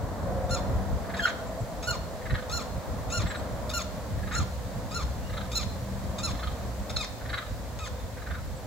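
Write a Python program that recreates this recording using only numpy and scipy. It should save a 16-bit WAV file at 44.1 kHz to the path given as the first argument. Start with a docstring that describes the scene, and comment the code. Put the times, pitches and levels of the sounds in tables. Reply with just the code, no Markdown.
"""Wind thumps and far traffic rumble come first; then two limpkins quarrel across a grassy clearing.
One repeats a short arched yelp, rough, then clear, then falling, and once cracks into a squawk: harmonics
filtered by a throat. The other answers with dry rattles, pulses ringing resonators, and one harmonic scream.
A small bird chips in gliding sines. Trees scatter the calls; leaves hiss as shaped noise; engines hum and
tyres whine as narrow bands of noise."""
import sys
import numpy as np
from scipy import signal
from scipy.fft import rfft, irfft
from scipy.io import wavfile
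from scipy.ndimage import uniform_filter1d

SR = 44100
rng = np.random.default_rng(int(sys.argv[2]) if len(sys.argv) > 2 else 0)


def wav_record(signal):
    """Record a signal, one row per channel, as 16-bit PCM in the file named by sys.argv[1]."""
    frames = np.transpose(np.atleast_2d(signal))
    bounded = np.clip(frames, -1, 1)
    # unit amplitude maps onto the largest positive 16-bit level
    quanta = np.round(bounded * 32767).astype(np.int16)
    wavfile.write(sys.argv[1], SR, quanta)


N = 381906
TIME = np.arange(N) / SR
BINS_HZ = np.maximum(np.arange(N // 2 + 1) * SR / N, 1)


def from_db(db):
    """Decibels to amplitude gain: 20 dB is a factor of ten."""
    return 10 ** (np.asarray(db) / 20)


def rms_one(x):
    """Normalise to unit mean-square power."""
    return x / np.sqrt(np.mean(x ** 2) + 1e-20)


def in_time(rows, t):
    """Linear interpolation of every column of a curve at times t."""
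    s, *columns = np.transpose(rows)
    return [np.interp(t, s, column) for column in columns]


def at_hz(points, hz):
    """Interpolation of every column of a spectrum on a log-frequency axis."""
    f, *columns = np.transpose(points)
    return np.squeeze([np.interp(np.log(hz), np.log(f), column) for column in columns])


def drift(rate_hz, size):
    """Low-pass filtering: two equal poles turn white noise into slow chance variation of RMS 1."""
    r = np.exp(-2 * np.pi * rate_hz / SR)
    run_in = int(SR / rate_hz)
    white = rng.standard_normal(size + run_in)
    return rms_one(signal.lfilter([1], [1, -2 * r, r * r], white)[run_in:])


def narrow_noise(phase, width_hz):
    """Quadrature modulation: two slow noises on sine and cosine make a unit-power band around a gliding tone."""
    in_phase = drift(width_hz, len(phase)) * np.sin(phase)
    quadrature = drift(width_hz, len(phase)) * np.cos(phase)
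    return in_phase + quadrature


def resonate(x, hz, width_hz):
    """Damped resonance: a pole pair whose radius sets the bandwidth, with a peak gain of about 1."""
    r = np.exp(-np.pi * width_hz / SR)
    zeros = np.array([1, 0, -1]) * (1 - r * r) / 2
    poles = [1, -2 * r * np.cos(2 * np.pi * hz / SR), r * r]
    return signal.lfilter(zeros, poles, x)


def add(track, start_s, sound):
    """Superposition: sum a sound into a track, no earlier than its start and no later than its end."""
    i = max(int(start_s * SR), 0)
    track[i:i + len(sound)] += sound[:max(N - i, 0)]


def stereo_noise(colour):
    """Spatial coherence: mid and side noise, left and right most alike at 300-650 Hz, least in the treble."""
    # left-right likeness: f/Hz, coherence
    likeness = [(30, .25), (70, .35), (150, .62), (300, .78), (650, .79), (1300, .55), (2600, .2),
                (6000, .1), (15000, 0)]
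    mid, side = rfft(rng.standard_normal((2, N)))
    alike = at_hz(likeness, BINS_HZ)
    pair = np.sqrt(1 + alike) * mid + np.sqrt(1 - alike) * side * [[1], [-1]]
    # steep skirts outside the first and last frequency of the colour
    low_hz, high_hz = colour[0][0], colour[-1][0]
    skirts = 1 / (1 + (low_hz / BINS_HZ) ** 8 + (BINS_HZ / high_hz) ** 8)
    return rms_one(irfft(pair * from_db(at_hz(colour, BINS_HZ)) * skirts, N))


def yelp_course(s, lead_s, clear_s, fall_s, entry_hz, held_hz, clear_db, rough_db, catch_db, crack, bright):
    """Register break: a rough lead-in catches, jumps into an arched clear note and drops to a growl."""
    # stages of every yelp: f/(held f), added level/dB, added rasp 0-1, added brightness/(dB per octave)
    onset = (.885, 1, .72, 4.5)
    lead_in = (.895, .5, .2, 3)
    catch = (.925, -1, .3, 3)  # pitch share first of the held, then of the entry pitch
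    break_in = (1, -0.75, -0.018, 0.7)  # pitch share of the entry pitch
    hold = (1, -.6, .03, 0)
    push = (.972, 1, .08, 1.5)
    break_off = (.94, -.5, .2, 0)
    drop = (.875, 0.71, 0.1, -0.43)
    growl = (.71, 0.44, 0.83, 2.3)
    settle_share, catch_share, drop_share = 0.496, 0.665, 0.33  # shares of the lead-in, lead-in and fall
    catch_s, break_off_s = 0.0049, 0.00574  # longest jump into the clear note; time to give way to the fall
    after_catch_s = lead_s * (1 - catch_share)
    end = s + clear_s
    stages = [
        (s - lead_s, onset, held_hz, rough_db, crack, 0),
        (s - lead_s * (1 - settle_share), lead_in, held_hz, rough_db, crack, 0),
        (s - after_catch_s, catch, held_hz, rough_db - catch_db, 0, 0),
        (s - min(catch_s, after_catch_s / 2), catch, entry_hz, rough_db - catch_db, 0, 0),
        (s, break_in, entry_hz, clear_db, crack, bright),
        (s + clear_s / 3, hold, held_hz, clear_db, 0, bright),
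        (s + clear_s * 2 / 3, hold, held_hz, clear_db, 0, bright),
        (end, push, held_hz, clear_db, 0, bright),
        (end + break_off_s, break_off, held_hz, rough_db, 0, 0),
        (end + fall_s * drop_share, drop, held_hz, rough_db, 0, 0),
        (end + fall_s, growl, held_hz, rough_db, 0, 0),
    ]
    return [(t, hz * share, db + lift_db, rasp + more_rasp, tilt + more_tilt)
            for t, (share, lift_db, rasp, tilt), hz, db, more_rasp, more_tilt in stages]


def cry(rows, throat, fundamental_db=0, shrill_hz=10000, shrill_db=0, edge_s=.005,
        pivot_hz=3000, tilt_top_hz=4300, loud_db=-34, bite=0.18, top_gain=0.067,
        beak_hz=4100, beak_width_hz=400, beak_gain=1.0, half_open=1.0, shrill_width_hz=1500,
        flutter_db=2.5, tremor=0.0023, air_db=-19, growl_hz=240, growl_depth=1.05):
    """Source-filter voice: syrinx harmonics sweep through a throat; rasp makes pitch and strength irregular."""
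    first, last = rows[0][0], rows[-1][0]
    t = np.arange(first - edge_s, last + 2 * edge_s, 1 / SR)
    pitch, level_db, rasp, bright = uniform_filter1d(np.array(in_time(rows, t)), size=120, axis=1)
    gate = np.interp(t, [first - edge_s, first, last, last + 2 * edge_s], [0, 1, 1, 0])
    # rasp shakes the pitch and smears each harmonic into a band of noise
    chaos = np.clip(rasp, 0, 1) ** 1.5
    jitter = (tremor + .06 * chaos) * drift(330, len(t))
    smear, smear_hz = 2.4 * chaos, 500
    phase = 2 * np.pi * np.cumsum(pitch * (1 + jitter)) / SR
    # a harsh voice also comes in uneven bursts; the Bessel term holds their mean power
    growl_rate = growl_hz * (1 + 0.248 * drift(growl_hz, len(t)))
    beat = np.cos(2 * np.pi * np.cumsum(growl_rate) / SR)
    depth = growl_depth * chaos
    gate = gate * np.exp(depth * beat) / np.sqrt(np.i0(2 * depth))
    source = np.zeros(len(t))
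    for k in range(1, 14):
        hz = k * pitch
        colour_db = bright * np.log2(np.minimum(hz, tilt_top_hz) / pivot_hz) + fundamental_db * (k == 1)
        # a bright call comes from a wide beak, which rings at one resonance
        opening = bright - half_open
        colour_db += beak_gain * (1 - chaos) * opening * np.exp(-((hz - beak_hz) / beak_width_hz) ** 2)
        # the top harmonics need a hard push and a wide beak, and fade first
        top_slope = bite * (level_db - loud_db) + top_gain * opening
        colour_db += top_slope * np.log2(np.maximum(hz / tilt_top_hz, 1))
        # the clear voice has a shrill resonance
        colour_db += shrill_db * (1 - chaos) * np.exp(-((hz - shrill_hz) / shrill_width_hz) ** 2)
        # the balance between harmonics wavers, and the higher ones carry more rushing air
        colour_db += flutter_db * drift(56.4, len(t))
        noisy = smear + from_db(air_db) * hz / pivot_hz
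        tone = np.sqrt(2) * np.sin(k * phase)
        partial = (tone + noisy * narrow_noise(k * phase, smear_hz)) / np.hypot(1, noisy)
        source += from_db(colour_db) * partial * (hz < SR / 2)
    throat_gain = from_db(at_hz(throat, np.maximum(np.arange(SR // 2 + 1), 1)))
    voice = irfft(rfft(source * gate * from_db(level_db), SR) * throat_gain, SR)
    return t[0], voice[:len(t)]


def yelps_and_squawk():
    """Source-filter calls of the first bird: arched yelps with a register break, and one harsh squawk."""
    # yelps: break into the clear note t/s, lead-in/s, clear note/s, fall/s, entry f/Hz, held f/Hz,
    # clear drive level/dB, rough drive level/dB, cut at the catch/dB, rasp added to lead-in and break 0-1,
    # brightness/(dB per octave), lift of the fundamental/dB, shrill resonance f/Hz, its lift/dB
    yelps = [ (.509, 0.012, 0.042, 0.044, 1390, 1399, -32.5, -43, -3, 0.07, 3, -1.5, 10100, 5.5),
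             (1.225, 0.055, 0.038, 0.036, 1430, 1428, -34, -41.5, 6, 0, 1, -2, 12900, 8),
             (1.874, 0.045, 0.04, 0.045, 1459, 1439, -30, -39.5, 2, 0.03, 1, -4.5, 13200, 9),
             (2.528, 0.029, 0.052, 0.045, 1404, 1404, -34, -40, -7, 0, 5, -2.5, 12900, 12.5),
             (3.125, 0.021, 0.058, 0.038, 1365, 1413, -30, -38.5, -3, 0, 0, -7.5, 10000, 1),
             (3.738, 0.042, 0.043, 0.04, 1420, 1401, -28, -36.5, 15, 0.05, -1, -8, 12600, 13),
             (4.351, 0.031, 0.038, 0.042, 1340, 1403, -32.5, -41.5, -5, 0.04, 2.5, -3, 8700, 7.5),
             (4.946, .034, .033, 0.054, 1355, 1395, -34, -41.5, 1, 0, 4, -0.5, 9700, 2),
             (5.556, 0.037, 0.027, 0.053, 1360, 1377, -30, -38, 1.5, .01, 6.5, -9.5, 13100, 11.5),
             (6.234, 0.048, 0.03, 0.053, 1368, 1373, -32.5, -39, 10, 0, 7, -4, 9900, 5),
             (7.797, 0.0061, 0.047, 0.034, 1314, 1275, -40, -39.5, 0, 0.5, -5, -10, 9500, 6), ]
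    # throat and beak response: f/Hz, gain/dB
    yelp_throat = [(500, -27), (950, 4.5), (1230, 1), (1420, 2.5), (2100, -12), (2550, -8), (2770, -15.5),
                   (2860, -11), (3100, -13), (3650, -5), (3920, -18), (4180, -7.5), (4750, -14.5),
                   (5400, -13), (6150, -18.5), (6760, -7), (7100, -12.5), (7650, -14.5), (8400, -35),
                   (9700, -26), (13000, -38), (16000, -31)]
    # a grunt and a gap before a long harsh fall:
    # t/s, f/Hz, drive level/dB, rasp 0-1, brightness/(dB per octave)
    squawk_rows = [(6.898, 1206, -42, 0.76, 7), (6.903, 1297, -35.5, 0.7, 3), (6.916, 1245, -42, 0.9, 5),
                   (6.923, 1198, -64, 0.5, 3), (6.961, 1344, -64, 0.5, 3), (6.965, 1387, -29.5, 0.56, 7),
                   (6.974, 1316, -36.5, 0.47, 6), (6.986, 1290, -42, .12, 4), (7.001, 1277, -37, 0.1, 2.5),
                   (7.015, 1232, -31.5, .03, 3.5), (7.025, 1180, -40, 0.1, 5), (7.031, 1067, -36, 0.1, 5),
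                   (7.039, 1026, -41, .7, -2), (7.048, 997, -34, 0.86, 3), (7.058, 910, -53, 1, 3)]
    # throat and beak response: f/Hz, gain/dB
    squawk_throat = [(500, -22), (1250, -3.5), (2000, -6), (2550, -7), (2950, -18), (3650, -2),
                     (3930, -15.5), (4230, -3), (4700, -16), (5150, -9), (5800, -13), (6300, -17.5),
                     (6900, -8), (7500, -18), (8400, -28), (9700, -24.5), (13000, -40), (16000, -34)]
    caller = np.zeros(N)
    for *course, fundamental_db, shrill_hz, shrill_db in yelps:
        add(caller, *cry(yelp_course(*course), yelp_throat, fundamental_db, shrill_hz, shrill_db))
    add(caller, *cry(squawk_rows, squawk_throat))
    return caller


def rattle_note(db, throat_hz, upper_db, pulse_hz=345, slowing=.2, unevenness=.11, snap_db=2.0,
                breath=0.034, width_hz=500, first_share=0.77, rise_s=0.012, release_s=0.016,
                beak_opens_s=0.0064, low_hz=1120, mode_wander=0.029, mode_vary_db=2):
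    """Impulse excitation: uneven, slowing snaps of the syrinx ring the throat; louder croaks last longer."""
    # throat resonances: f/Hz, width of one of two passes/Hz, gain/dB; f and gain vary by croak
    rattle_modes = [(1260, 130, 2.5), (2020, 200, -9), (2450, 200, -14), (3280, 340, -8), (3680, 280, -7),
                    (4100, 260, -7), (6000, 2200, -29)]
    length_s = .029 * 2 ** ((db + 34) / 44.5)  # 29 ms at -34 dB, doubling for every 44.5 dB more
    t = np.arange(int(length_s * SR)) / SR
    rate = pulse_hz * rng.uniform(.78, 1.2) * (1 - slowing * (t / length_s - .5))
    cycles = np.cumsum(rate * (1 + unevenness * drift(pulse_hz, len(t)))) / SR
    # one snap each time the running count passes a whole number
    snaps = np.diff(np.floor(cycles), prepend=-1) * from_db(snap_db * rng.standard_normal(len(t)))
    source = snaps + breath * rng.standard_normal(len(t))
    # the main resonance acts twice, which leaves a deep valley above it
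    voice = resonate(resonate(source, throat_hz, width_hz), throat_hz, width_hz)
    # the other resonances come in as the beak opens
    beak = np.minimum(t / beak_opens_s, 1)
    for hz, width, mode_db in rattle_modes:
        hz = hz * (1 + mode_wander * rng.standard_normal())
        mode_db = mode_db + mode_vary_db * rng.standard_normal()
        ringing = resonate(resonate(source, hz, width), hz, width)
        voice = voice + beak * from_db(mode_db + upper_db) * ringing
    voice = signal.sosfilt(signal.butter(6, low_hz, "high", fs=SR, output="sos"), voice)
    # the first snap is nearly at full strength
    swell = np.interp(t, [0, rise_s], [first_share, 1])
    release = np.minimum((length_s - t) / release_s, 1)
    return from_db(db) * rms_one(voice) * swell * release


def rattles_and_scream():
    """Pulsed and harmonic excitation of the rival's throat: runs of dry croaks and one scream."""
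    # croaks: t/s, level before swell and release/dB, throat resonance f/Hz, upper resonances gain/dB
    croaks = [ (1.046, -46, 1600, -7), (1.094, -40, 1650, -10), (1.139, -35, 1600, -5),
              (1.266, -31, 1770, -0.5), (1.292, -38, 1610, 5), (1.321, -44, 1400, 9),
              (2.214, -45, 1820, -14), (2.255, -38, 1750, -8), (2.298, -35, 1700, -5),
              (2.341, -33, 1720, -3), (2.38, -37.5, 1540, -5), (2.419, -46, 1450, 6),
              (3.218, -39.5, 1730, 7), (3.26, -37.5, 1730, 0), (3.301, -34, 1610, -3.5),
              (3.344, -36, 1520, -4), (3.39, -45, 1450, 4), (4.19, -48, 1740, -5), (4.231, -43, 1660, -12),
              (4.271, -41, 1690, -5), (4.308, -36.5, 1530, -9), (4.322, -37, 1800, -4),
              (4.352, -36, 1650, -10), (4.39, -40.5, 1500, 4), (5.293, -44, 1700, -1),
              (5.329, -42, 1700, 2), (5.368, -36.5, 1500, 4), (5.405, -40.5, 1480, 1),
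              (5.446, -46, 1400, 9), (6.344, -44.5, 1590, 6), (6.389, -41, 1650, 4),
              (6.427, -35.5, 1430, 1), (6.467, -38, 1460, 9), (6.511, -46, 1400, 7), (7.21, -45, 1540, -9),
              (7.252, -42, 1630, -4), (7.291, -37.5, 1690, -0.5), (7.33, -30.5, 1560, -1.5),
              (7.372, -32.5, 1540, -0.5), (7.415, -40, 1330, -5), (7.46, -47.5, 1350, 11),
              (8.171, -44, 1640, -11), (8.218, -44.5, 1650, -5), (8.263, -39, 1530, -7),
              (8.302, -36, 1530, -7.5), (8.342, -39, 1480, -7), (8.38, -45.5, 1400, -2), ]
    # scream: t/s, f/Hz, drive level/dB, rasp 0-1, brightness/(dB per octave)
    scream_rows = [(1.174, 2000, -43, .4, 7), (1.188, 1803, -36, .35, 8), (1.196, 1704, -27.5, 0.32, -15),
                   (1.207, 1600, -24.5, 0.3, 3), (1.216, 1553, -38, 0.25, -8), (1.231, 1597, -44, .3, -6),
                   (1.238, 1626, -24, 0.1, 1), (1.249, 1557, -26, 0.2, 2), (1.257, 1434, -25, 0.15, -16),
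                   (1.263, 1370, -35, 0.3, -4)]
    # throat and beak response: f/Hz, gain/dB
    scream_throat = [(500, -30), (1000, -20), (1650, -7.5), (1950, -12), (2400, -20), (3200, -8.5),
                     (4200, -22), (5200, -34), (9000, -43), (16000, -47)]
    rival = np.zeros(N)
    add(rival, *cry(scream_rows, scream_throat))
    for s, *croak in croaks:
        add(rival, s, rattle_note(*croak))
    return rival


def bush(x, scatter_db=-7, delay_s=.02, spread_s=0.011, centre_hz=1720, width_hz=450):
    """Multiple scattering: nearby branches return a dull, smeared copy that fills the gaps between croaks."""
    t = TIME[:SR // 10]
    response = rng.standard_normal(len(t)) * np.exp(-.5 * ((t - delay_s) / spread_s) ** 2)
    response = response / np.linalg.norm(response)
    return from_db(scatter_db) * signal.fftconvolve(resonate(x, centre_hz, width_hz), response)[:N]


def limpkins():
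    """Superposition of both birds; only the rival's calls are scattered by a bush beside it."""
    rival = rattles_and_scream()
    return yelps_and_squawk() + rival + bush(rival)


def small_bird(waver=0.016, buzzy_hz=7800, fade_s=0.017):
    """Frequency modulation: gliding sines whose random waver grows with pitch, so low notes stay smooth."""
    # chips and whistles: t/s, length/s, start f/Hz, middle f/Hz, end f/Hz, level before fades/dB
    chips = [(1.462, .043, 7100, 7350, 7600, -56), (1.592, 0.037, 8050, 7720, 7400, -55),
             (3.266, 0.067, 7900, 7650, 7500, -49.5), (3.356, .05, 8600, 8000, 7500, -54),
             (5.225, .11, 2680, 2865, 2670, -56), (7.945, .11, 3640, 3600, 3510, -60),
             (8.552, .04, 8200, 7900, 7750, -58)]
    out = np.zeros(N)
    for s, length, *course_hz, db in chips:
        t = np.arange(int(length * SR)) / SR
        hz = np.polyval(np.polyfit([0, length / 2, length], course_hz, 2), t)
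        hz = hz * (1 + waver * (hz / buzzy_hz) ** 2 * drift(300, len(t)))
        fade = np.minimum(np.minimum(t, length - t) / fade_s, 1)
        tone = np.sqrt(2) * np.sin(2 * np.pi * np.cumsum(hz) / SR)
        add(out, s, from_db(db) * fade * tone)
    return out


def clearing(x, near_db=-13, near_t60=0.28, faint_db=-19, faint_t60=0.18,
             echo_db=-23, echo_s=0.1, echo_spread_s=0.069):
    """Convolution: direct sound plus two decaying scatters and a smeared echo from the tree line."""
    # arrival at the two microphones: f/Hz, left-right level/dB, left phase lead/rad
    arrival = [(1100, 0, -.3), (1420, 0, .9), (2000, 0, .7), (2800, 5, -2.0), (3600, -1, -.8),
               (4200, -3, 1.0), (5500, 4, 2.3), (6900, 1, -1.0), (9700, -2, .5), (14000, -5, -1.5)]
    # colour of the scattered sound: f/Hz, gain/dB
    tree_colour = [(800, 16), (1400, 5), (2800, 5.5), (3600, 9), (4150, 7), (5500, 8), (7200, 0),
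                   (10000, -16), (16000, -21)]
    balance_db, lead = at_hz(arrival, BINS_HZ)
    sides = np.array([[.5], [-.5]])
    direct = irfft(rfft(x) * from_db(sides * balance_db) * np.exp(1j * sides * lead), N)
    t = TIME[:SR]
    shapes = [
        (near_db, from_db(-60 * t / near_t60)),
        (faint_db, from_db(-60 * t / faint_t60)),
        (echo_db, np.exp(-.5 * ((t - echo_s) / echo_spread_s) ** 2)),
    ]
    response = np.zeros((2, SR))
    for db, shape in shapes:
        response += from_db(db) * shape / np.linalg.norm(shape) * rng.standard_normal((2, SR))
    coloured = irfft(rfft(x) * from_db(at_hz(tree_colour, BINS_HZ)), N)
    return direct + signal.fftconvolve(coloured[None], response, axes=1)[:, :N]


def buffets(low_hz=48, high_hz=125, shared=1.0):
    """Turbulent pressure: eddies thump the microphone ports, partly together and partly each on its own."""
    # buffets: centre t/s, length/s, level before the window/dB
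    thumps = [(0.361, 0.19, -34.5), (0.521, 0.059, -26), (0.708, 0.13, -27), (0.817, 0.082, -27),
              (0.947, 0.059, -28), (1.628, 0.069, -27), (2.333, 0.078, -22.5), (2.774, 0.074, -29.5),
              (3.169, .16, -42), (4.138, 0.16, -33), (4.403, 0.1, -23.5), (4.956, 0.12, -36)]
    out = np.zeros((2, N))
    band = signal.butter(2, [low_hz, high_hz], "band", fs=SR, output="sos")
    for s, length, db in thumps:
        n = int(length * SR)
        both, *own = signal.sosfilt(band, rng.standard_normal((3, SR)))[:, -n:]
        for track, eddy in zip(out, own):
            add(track, s - length / 2, from_db(db) * np.hanning(n) * rms_one(shared * both + eddy))
    return out


def wind(lumps_db=3.0, lumps_hz=9):
    """Turbulent noise: a bass rumble whose level wavers at random, making it lumpy."""
    # level before the lumps: t/s, level/dB
    course = [(0, -33.5), (.9, -32.5), (1.2, -40.5), (2.0, -37), (2.6, -38), (3.0, -35.5), (3.2, -32),
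              (3.7, -36), (3.95, -39), (4.3, -32.5), (4.8, -35.5), (6.2, -36), (7.2, -39.5), (8.66, -38)]
    # spectrum: f/Hz, relative density/dB
    colour = [(22, -15), (36, -8), (50, 2.5), (63, 1), (80, 3.5), (110, -2.5), (150, -7), (200, -11.5),
              (260, -15.5), (380, -20.5)]
    lumps_course_db = lumps_db * drift(lumps_hz, N)
    return from_db(in_time(course, TIME)[0] + lumps_course_db) * stereo_noise(colour)


def traffic(trim_db=-0.96, swell_db=0.91, swell_hz=3):
    """Incoherent sum of far sources: a coloured noise wash with a gently wavering level."""
    # level before trim and swell: t/s, level/dB
    course = [(0, -37.5), (.45, -35), (1.0, -37), (2.3, -39.5), (2.8, -38), (3.6, -37), (4.1, -41.5),
              (6.0, -40), (7.5, -42), (8.66, -43.5)]
    # spectrum: f/Hz, relative density/dB
    colour = [(160, 4), (250, 2.5), (340, -6), (420, -3.5), (510, 3.5), (660, 2), (800, -3.5), (1050, -4.5),
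              (1400, -11.5), (1900, -15.5), (2600, -33.5), (4000, -30)]
    swell_course_db = swell_db * drift(swell_hz, N)
    return from_db(in_time(course, TIME)[0] + trim_db + swell_course_db) * stereo_noise(colour)


def vehicles(engine_width_hz=2.72, tyre_width_hz=25, fade_s=0.14, swell_db=10):
    """Narrow-band noise: engines hum in thin lines, tyres whine in broader ones; each swells, glides and fades."""
    # engine tones: start t/s (negative starts at 0), rise/s, fall/s, start f/Hz, end f/Hz, peak level/dB
    engine_tones = [(-0.1, 0.73, 0.6, 192, 190, -40), (3.5, 0.38, 0.957, 195.5, 180, -45),
                    (4.5, 1.5, 1.21, 190, 200, -43), (3.5, 3, 3.87, 123, 110, -44.5),
                    (2.5, 3, 6.7, 62.2, 62.6, -40), (0, 0.39, 12.9, 504, 504.6, -53.5)]
    # tyre whines: same columns
    tyre_whines = [(.15, 0.21, 0.456, 535, 517, -35.5), (0.62, 0.397, 1.2, 390, 475, -56),
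                   (.1, 0.264, 0.6, 706, 740, -40.5), (0.87, 0.598, 1.1, 675, 640, -41.5),
                   (2.6, 1.2, 0.49, 635, 600, -46)]
    out = np.zeros(N)
    for tones, width_hz in [(engine_tones, engine_width_hz), (tyre_whines, tyre_width_hz)]:
        for s, rise_s, fall_s, start_hz, end_hz, peak_db in tones:
            t = np.arange(0, rise_s + fall_s, 1 / SR)
            hz = np.linspace(start_hz, end_hz, len(t))
            level_db = peak_db - swell_db * np.interp(t, [0, rise_s, t[-1]], [1, 0, 1])
            fade = np.minimum(np.minimum(t, t[-1] - t) / fade_s, 1)
            line = narrow_noise(2 * np.pi * np.cumsum(hz) / SR, width_hz)
            add(out, s, fade * from_db(level_db) * line)
    return out


def leaves(trim_db=2.5, pan_db=-0.3):
    """Broadband noise: the hiss of foliage, slightly stronger on the right."""
    # level before trim and pan: t/s, level/dB
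    course = [(0, -54.5), (.8, -53), (6.5, -51.5), (8.66, -53.5)]
    # spectrum: f/Hz, relative density/dB
    colour = [(1500, 11.5), (2800, 1), (4200, 4), (5500, 1), (7500, 2), (8600, -3.5), (10500, -5),
              (13000, -3.5), (16000, 2)]
    pan = from_db([[pan_db], [-pan_db]])
    return from_db(in_time(course, TIME)[0] + trim_db) * stereo_noise(colour) * pan


def scene():
    """Superposition of the birds in the clearing and the background."""
    birds = clearing(limpkins() + small_bird())
    return birds + buffets() + wind() + traffic() + vehicles() + leaves()


def record(dry):
    """Band limiting: the recorder cuts the top steeply."""
    cutoff_hz = 15850
    return irfft(rfft(dry) / (1 + (BINS_HZ / cutoff_hz) ** 400), N)


dry = scene()
out = record(dry)
wav_record(out)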